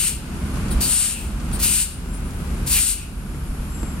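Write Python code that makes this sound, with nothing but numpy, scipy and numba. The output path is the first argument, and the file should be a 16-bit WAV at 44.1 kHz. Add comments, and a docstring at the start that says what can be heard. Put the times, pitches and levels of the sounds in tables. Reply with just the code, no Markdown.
"""A city bus idles at a wet terminal and vents its air brakes four times.
It opens mid-hiss, over diesel throb, traffic rumble, tyre wash and a thin whine. Faint brake squeaks,
splashes and bumps of air on the microphone follow. The valve vents again at 0.8, 1.6 and 2.7 s.
Each release is a bright blast that settles into a jet, rings in the exhaust port and fades across
the yard; the recorder's gain control ducks the background under it, then recovers."""
import sys
import numpy as np
from scipy import signal
from scipy.fft import rfft, irfft
from scipy.io import wavfile
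from scipy.ndimage import uniform_filter1d
from numba import njit

SR = 44100
rng = np.random.default_rng(int(sys.argv[2]) if len(sys.argv) > 2 else 0)


def master(y):
    """Save y as 16-bit WAV."""
    cut = np.clip(np.atleast_2d(y).T, -1, 1)
    pcm = np.round(cut * 32767)  # scale
    wavfile.write(sys.argv[1], SR, pcm.astype(np.int16))


N = 176400
T = np.arange(N) / SR
HZ = np.maximum(np.arange(N // 2 + 1) * SR / N, 1)


def from_db(db):
    """Decibels to gain."""
    return 10 ** (np.asarray(db) / 20)


def rms_one(x):
    """Scale to unit power."""
    return x / np.sqrt(np.mean(x ** 2) + 1e-20)


def at_hz(points):
    """Interpolate a table along log frequency."""
    hz, value = np.transpose(points)
    return np.interp(np.log(HZ), np.log(hz), value)


def spectrum(points):
    """Gain per frequency from (Hz, dB) points."""
    return from_db(at_hz(points))


def level_curve(points):
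    """Gain per sample from (s, dB) points."""
    return from_db(np.interp(T, *np.transpose(points)))


def resonances(rows):
    """Gain per frequency of parallel resonances."""
    return np.sqrt(sum((from_db(db) / (1 + ((HZ - hz) / width) ** 2)) ** 2 for hz, width, db in rows))


def shaped(x, gain):
    """Zero-padded filter by a gain per frequency."""
    fine_hz = np.arange(N + 1) * SR / (2 * N)
    fine_gain = np.apply_along_axis(lambda g: np.interp(fine_hz, HZ, g), -1, gain)
    return irfft(rfft(x, 2 * N) * fine_gain)[..., :N]


def noise(gain, correlation):
    """Coloured stereo noise of unit power with a given left-right correlation."""
    mid, side = rfft(rng.standard_normal((2, N)))
    stereo = np.sqrt(1 + correlation) * mid + np.sqrt(1 - correlation) * side * np.array([[1], [-1]])
    return rms_one(irfft(gain * stereo, N))


def drift(rate_hz):
    """Slow random wander, unit RMS."""
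    return rms_one(shaped(rng.standard_normal(N), 1 / (1 + (HZ / rate_hz) ** 2)))


def gate(start, length, attack, decay):
    """Linear attack, hold, exponential release; times in seconds."""
    return np.clip((T - start) / attack, 0, 1) * np.exp(-np.maximum(T - start - length, 0) / decay)


def echo(x, gain, t60_s, delay_s):
    """Diffuse decaying response of unit energy, different in each ear."""
    response = noise(gain, 0) * gate(delay_s, 0, delay_s, t60_s / np.log(1000))
    response /= np.sqrt(np.sum(response ** 2, axis=1, keepdims=True))
    return signal.fftconvolve(x, response, axes=1)[:, :N]


AIR_CORRELATION = 0.68


def hiss(flow, colour, flutter_db=1.1):
    """Escaping air: fluttering noise that follows the flow."""
    return flow * from_db(flutter_db * drift(12)) * noise(spectrum(colour), AIR_CORRELATION)


# Each row: start in seconds, length in seconds, blast level in dB, blast decay in seconds,
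# jet level in dB, jet rise in seconds, closing time in seconds.
VALVE_RELEASES = [(-0.14, 0.22, -12, 0.2, -16, 0.12, 0.039), (0.803, 0.26, -16.5, 0.1, -13.5, 0.2, .065),
                  (1.616, 0.2, -15, 0.26, -13, 0.13, 0.038), (2.694, 0.21, -16.5, 0.32, -14.5, 0.12, 0.044)]
# Each entry: opening time of one release in seconds.
VALVE_OPENING_S = [.02, .011, .022, .024]
# Each row: frequency in Hz, relative noise density in dB.
BLAST_SPECTRUM = [(400, -59), (900, -14.5), (1500, -9.5), (1750, -12), (2500, -2), (3300, -4), (4500, 2.5),
                  (5200, -1), (6800, -0.5), (8400, 0), (9800, 5), (12000, 4), (14000, 4), (15700, -2.5)]
JET_SPECTRUM = [(500, -39), (1000, -22), (1500, -11), (1800, -15), (2600, -10.5), (3300, -8.5), (4300, -5),
                (6000, -7.5), (7300, -3), (8500, 1.5), (9600, 1), (11000, -1), (14000, -8), (15700, -25)]


def air_brakes():
    """Each valve opening gives a decaying blast and a rising jet, heard with their reflections."""
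    blast, jet = valve_leaks(), 0
    for release, opening_s in zip(VALVE_RELEASES, VALVE_OPENING_S):
        start, length, blast_db, decay_s, jet_db, rise_s, closing_s = release
        fade = np.exp(-np.maximum(T - start, 0) / decay_s)
        blast = blast + from_db(blast_db) * gate(start, length, opening_s, closing_s) * fade
        jet = jet + from_db(jet_db) * gate(start, length, rise_s, closing_s)
    air = hiss(blast, BLAST_SPECTRUM) + hiss(jet, JET_SPECTRUM) + pilot_spits()
    return reflections(air + roars() + port_ringing(blast ** 2 + jet ** 2))


# Each row: frequency in Hz, half-width in Hz, relative level in dB.
PORT_MODES = [(2570, 50, -2), (2695, 70, -3), (2850, 120, 0)]


def port_ringing(flow_power, t60_s=0.26):
    """The exhaust port stores energy from the flow and rings down."""
    pole = np.exp(-2 * np.log(1000) / (t60_s * SR))
    energy = signal.lfilter([1 - pole], [1, -pole], flow_power + 1e-18)
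    return from_db(-20) * np.sqrt(energy) * noise(resonances(PORT_MODES), correlation=1)


# Each row: frequency in Hz, relative echo level in dB.
YARD_SPECTRUM = [(500, 11.5), (2800, 6), (5000, 5.5), (9000, -9), (15000, -3.5)]


def reflections(air, road_delay_s=0.002118, right_lag_s=0.000042):
    """The hiss bounces off the road, then the side of the bus, then the yard."""
    delay_phase = -2j * np.pi * HZ
    road_bounce = 1 + 0.075 * np.exp(delay_phase * road_delay_s)
    ear_lag = np.exp(delay_phase * np.array([[0], [right_lag_s]]))
    air = shaped(air, road_bounce * ear_lag)
    air = air + from_db(-9.5) * echo(air, 1, t60_s=0.1, delay_s=0.0019)
    return air + from_db(-14.5) * echo(air, spectrum(YARD_SPECTRUM), t60_s=0.57, delay_s=0.018)


# Each row: centre in seconds, length in seconds, frequency in Hz, half-width in Hz, level in dB.
PATH_ROARS = [(0.03, 0.19, 2720, 420, -27), (0.848, 0.065, 4540, 400, -28.5), (1.06, 0.28, 2770, 650, -30),
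              (1.186, 0.12, 2630, 180, -35.5), (0.94, 0.068, 11000, 700, -28),
              (1.713, 0.15, 2660, 540, -27), (1.785, 0.11, 2700, 330, -27),
              (2.775, 0.057, 2610, 470, -21.5), (2.767, 0.089, 3900, 1700, -28),
              (2.772, .07, 12000, 4300, -17), (2.99, 0.16, 2620, 280, -37.5), (1.19, .14, 13400, 3500, -37)]


def roars():
    """Rushing air briefly excites resonances of its path."""
    out = 0
    for centre, length, hz, width, db in PATH_ROARS:
        swell = np.exp(-(2 * (T - centre) / length) ** 2)
        out = out + from_db(db) * swell * noise(resonances([(hz, width, 0)]), AIR_CORRELATION)
    return out


# Each entry: multiple of the firing rate, level in dB before the boom.
FIRING_ORDERS = {1: -35, 2: -32.5, 4: -38, 5: -42.5, 6: -43.5}
# Each row: frequency in Hz, relative noise density in dB.
CLATTER_SPECTRUM = [(100, -3.5), (200, 2.5), (400, -5), (700, -21.5), (1400, -16.5), (3000, -32),
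                    (8000, -33), (15000, -65)]
# Each row: time in seconds, gain in dB.
BODY_BOOM = [(0, -1.5), (.4, 1.5), (.7, 7), (1.0, -0.5), (1.5, 2.5), (2.0, -0.5), (2.6, 0.5), (3.1, -3.5),
             (3.5, -1), (3.9, 0)]
# Each row: frequency in Hz, left-right correlation. Also used by the street.
AMBIENT_CORRELATION = [(60, 0.96), (200, 0.94), (330, .86), (500, 0.61), (1200, 0.36), (2200, 0),
                       (15000, 0)]


def diesel(firing_hz=35.0, fan_hz=250.8, knock_decay_s=0.0053, knock_spread_db=5):
    """Firing tones, a noise knock per firing and fan hum boom through the bus body."""
    cycles = np.cumsum(firing_hz * (1 + 0.003 * drift(2.24))) / SR
    tones = 0
    for order, db in FIRING_ORDERS.items():
        amplitude = np.sqrt(2) * from_db(db + 0.5 * drift(3.6))
        tones = tones + amplitude * np.sin(2 * np.pi * (order * cycles + rng.random()))
    fan = np.sqrt(2) * from_db(-44 + 0.95 * drift(1)) * np.sin(2 * np.pi * fan_hz * T)
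    strength = from_db(knock_spread_db * rng.standard_normal(size=400))[cycles.astype(int)]
    since_firing_s = (cycles % 1) / firing_hz
    knocks = rms_one(strength * np.exp(-since_firing_s / knock_decay_s) + 0.56)
    clatter = from_db(-39) * knocks * noise(spectrum(CLATTER_SPECTRUM), at_hz(AMBIENT_CORRELATION))
    return level_curve(BODY_BOOM) * (tones + fan + clatter)


# Each row: frequency in Hz, relative noise density in dB.
RUMBLE_SPECTRUM = [(12, -42), (26, -17), (36, -7), (45, 2), (58, -2), (72, -7), (92, -9.5), (115, -14),
                   (195, -12), (240, -16), (280, -21.5), (350, -22.5), (560, -36), (1200, -61)]
WASH_SPECTRUM = [(300, -10), (600, 1), (1000, 1.5), (1450, 3.5), (1800, -4), (2600, -2), (3600, -9),
                 (5000, -10), (6500, -13), (9500, -15.5), (12000, -16), (13600, -22), (14400, -34),
                 (16000, -42)]
# Each row: time in seconds, gain in dB.
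RUMBLE_SWELL = [(0, 1.5), (.35, 3), (.55, 3), (.75, 4.5), (1.0, 0.5), (1.3, 1.5), (1.55, 3.5), (2.0, -.5),
                (2.6, 1), (3.1, -1.5), (3.5, -2.5), (4.0, -2)]
WASH_SWELL = [(0, 0), (.35, 3), (.55, 3.5), (.75, 4.5), (1.0, 4.5), (1.3, 2.5), (1.55, 4), (2.0, 0.5),
              (2.6, 0.5), (3.1, -2), (3.5, -2), (4.0, -2)]


def street():
    """Traffic rumbles and tyres wash over the wet road."""
    correlation = at_hz(AMBIENT_CORRELATION)
    rumble = from_db(-25 + 0.7 * drift(4.4)) * noise(spectrum(RUMBLE_SPECTRUM), correlation)
    wash = from_db(-39.5 + 0.4 * drift(4.4)) * noise(spectrum(WASH_SPECTRUM), correlation)
    return level_curve(RUMBLE_SWELL) * rumble + level_curve(WASH_SWELL) * wash


# Each row: frequency in Hz, half-width in Hz, relative level in dB.
WHINE_BANDS = [(5100, 33, 0), (7120, 130, -4), (8800, 140, -5), (10320, 240, 2.5), (11490, 300, 2.5)]


def whine():
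    """Steady narrow bands of high noise around the bus."""
    return from_db(-49.5) * noise(resonances(WHINE_BANDS), correlation=0)


# Each row: centre in seconds, length in seconds, pitch in Hz, level in dB.
BRAKE_SQUEAKS = [(0.387, 0.079, 10300, -45), (0.467, 0.092, 10270, -50), (.565, 0.083, 10410, -47),
                 (1.439, 0.069, 8400, -54), (1.936, 0.12, 9170, -39), (2.155, 0.056, 9370, -44.5),
                 (2.15, 0.14, 7610, -49), (2.274, 0.071, 9700, -49), (2.25, 0.49, 15800, -56),
                 (3.109, 0.16, 10300, -49), (3.46, .13, 9483, -57), (3.821, 0.24, 7620, -46)]


def brake_squeaks():
    """Brakes give thin tones that waver in pitch and level."""
    ear_phase = np.array([[0], [np.pi / 2]])
    out = 0
    for centre, length, hz, db in BRAKE_SQUEAKS:
        phase = 2 * np.pi * np.cumsum(hz + 22 * drift(60)) / SR
        swell = np.exp(-(2 * (T - centre) / length) ** 4)
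        out = out + from_db(db + 2 * drift(30)) * swell * np.sin(phase - ear_phase)
    return out


# Each row: start in seconds, level in dB.
PAVEMENT_SPLASHES = [(.555, -40), (.68, -38), (1.398, -39), (1.512, -40), (2.305, -43), (2.502, -44)]
# Each row: frequency in Hz, relative noise density in dB.
SPLASH_SPECTRUM = [(800, -15), (2500, 0), (4500, 1), (7000, -2), (13000, -19)]


def splashes():
    """Short bright ticks of water on the pavement."""
    ticks = sum(from_db(db) * gate(start, length=0.0034, attack=0.003, decay=0.009)
                for start, db in PAVEMENT_SPLASHES)
    return ticks * noise(spectrum(SPLASH_SPECTRUM), correlation=0.3)


# Each row: centre in seconds, peak level in dB.
AIR_BUMPS = [(.636, -18), (.768, -15), (3.505, -19), (3.605, -20)]


def wind_bumps(width_s=0.0045):
    """Each bump is one push and pull of pressure on both microphone ports."""
    pressure = 0
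    for centre, db in AIR_BUMPS:
        lead = (centre - T) / width_s
        pressure = pressure + from_db(db) * lead * np.exp(0.5 - 0.5 * lead ** 2)
    return pressure


# Each row: start in seconds, length in seconds, level in dB.
PILOT_SPITS = [(0.702, 0.026, -30), (1.52, 0.043, -31)]
# Each row: frequency in Hz, relative noise density in dB.
SPIT_SPECTRUM = [(2000, -21), (4500, -4.5), (7000, -23), (8500, -1), (10000, 1), (12000, -7),
                 (15700, -11.5)]


def pilot_spits():
    """The pilot valve spits air ahead of the second and third releases."""
    flow = sum(from_db(db) * gate(start, length, attack=0.014, decay=0.0094)
               for start, length, db in PILOT_SPITS)
    return hiss(flow, SPIT_SPECTRUM)


# Each row: start in seconds, level in dB.
VALVE_LEAKS = [(1.585, -22.5), (2.659, -23)]


def valve_leaks():
    """Flow that slips out as the valve starts to open, until the blast takes over."""
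    flow = 0
    for start, db in VALVE_LEAKS:
        next_release_s = min(row[0] for row in VALVE_RELEASES if row[0] > start)
        flow = flow + from_db(db) * gate(start, next_release_s - start, attack=0.018, decay=0.019)
    return flow


def scene():
    """The bus and the street around it."""
    return air_brakes() + diesel() + street() + whine() + brake_squeaks() + splashes() + wind_bumps()


@njit
def follow(target, state, attack_s, release_s):
    """One-pole follower with separate rise and fall times."""
    out = np.empty(len(target))
    for i in range(len(target)):
        state += (target[i] - state) / (SR * (attack_s if target[i] > state else release_s))
        out[i] = state
    return out


def gain_control(x, threshold_db=-23.5, slope=0.73, initial_cut_db=6.0):
    """The recorder turns down when the level above 150 Hz passes the threshold."""
    sensed = signal.sosfilt(signal.butter(2, 150, "high", fs=SR, output="sos"), x)
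    power = uniform_filter1d(np.mean(sensed ** 2, axis=0), size=441)
    excess_db = np.maximum(10 * np.log10(np.abs(power) + 1e-12) - threshold_db, 0)
    cut_db = follow(slope * excess_db, initial_cut_db, attack_s=0.071, release_s=0.29)
    return x * from_db(-cut_db)


# Each row: frequency in Hz, gain in dB.
LEFT_MIC_RESPONSE = [(200, -.5), (900, 1.5), (1500, 0), (5700, 0), (7000, 5), (7600, 8.5), (8400, 11),
                     (9100, 8), (10000, 5), (11000, 2), (12500, -0.5)]
NOTCH_HZ, NOTCH_Q, CUTOFF_HZ = 7860, 30, 15800


def record(dry):
    """Left microphone port resonance, a notch on both sides, gain control and a steep low-pass."""
    x = shaped(dry, from_db(at_hz(LEFT_MIC_RESPONSE) * np.array([[1], [0]])))
    x = signal.lfilter(*signal.iirnotch(NOTCH_HZ, NOTCH_Q, fs=SR), x)
    return shaped(gain_control(x), 1 / np.sqrt(1 + (HZ / CUTOFF_HZ) ** 400))


dry = scene()
out = record(dry)
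master(out)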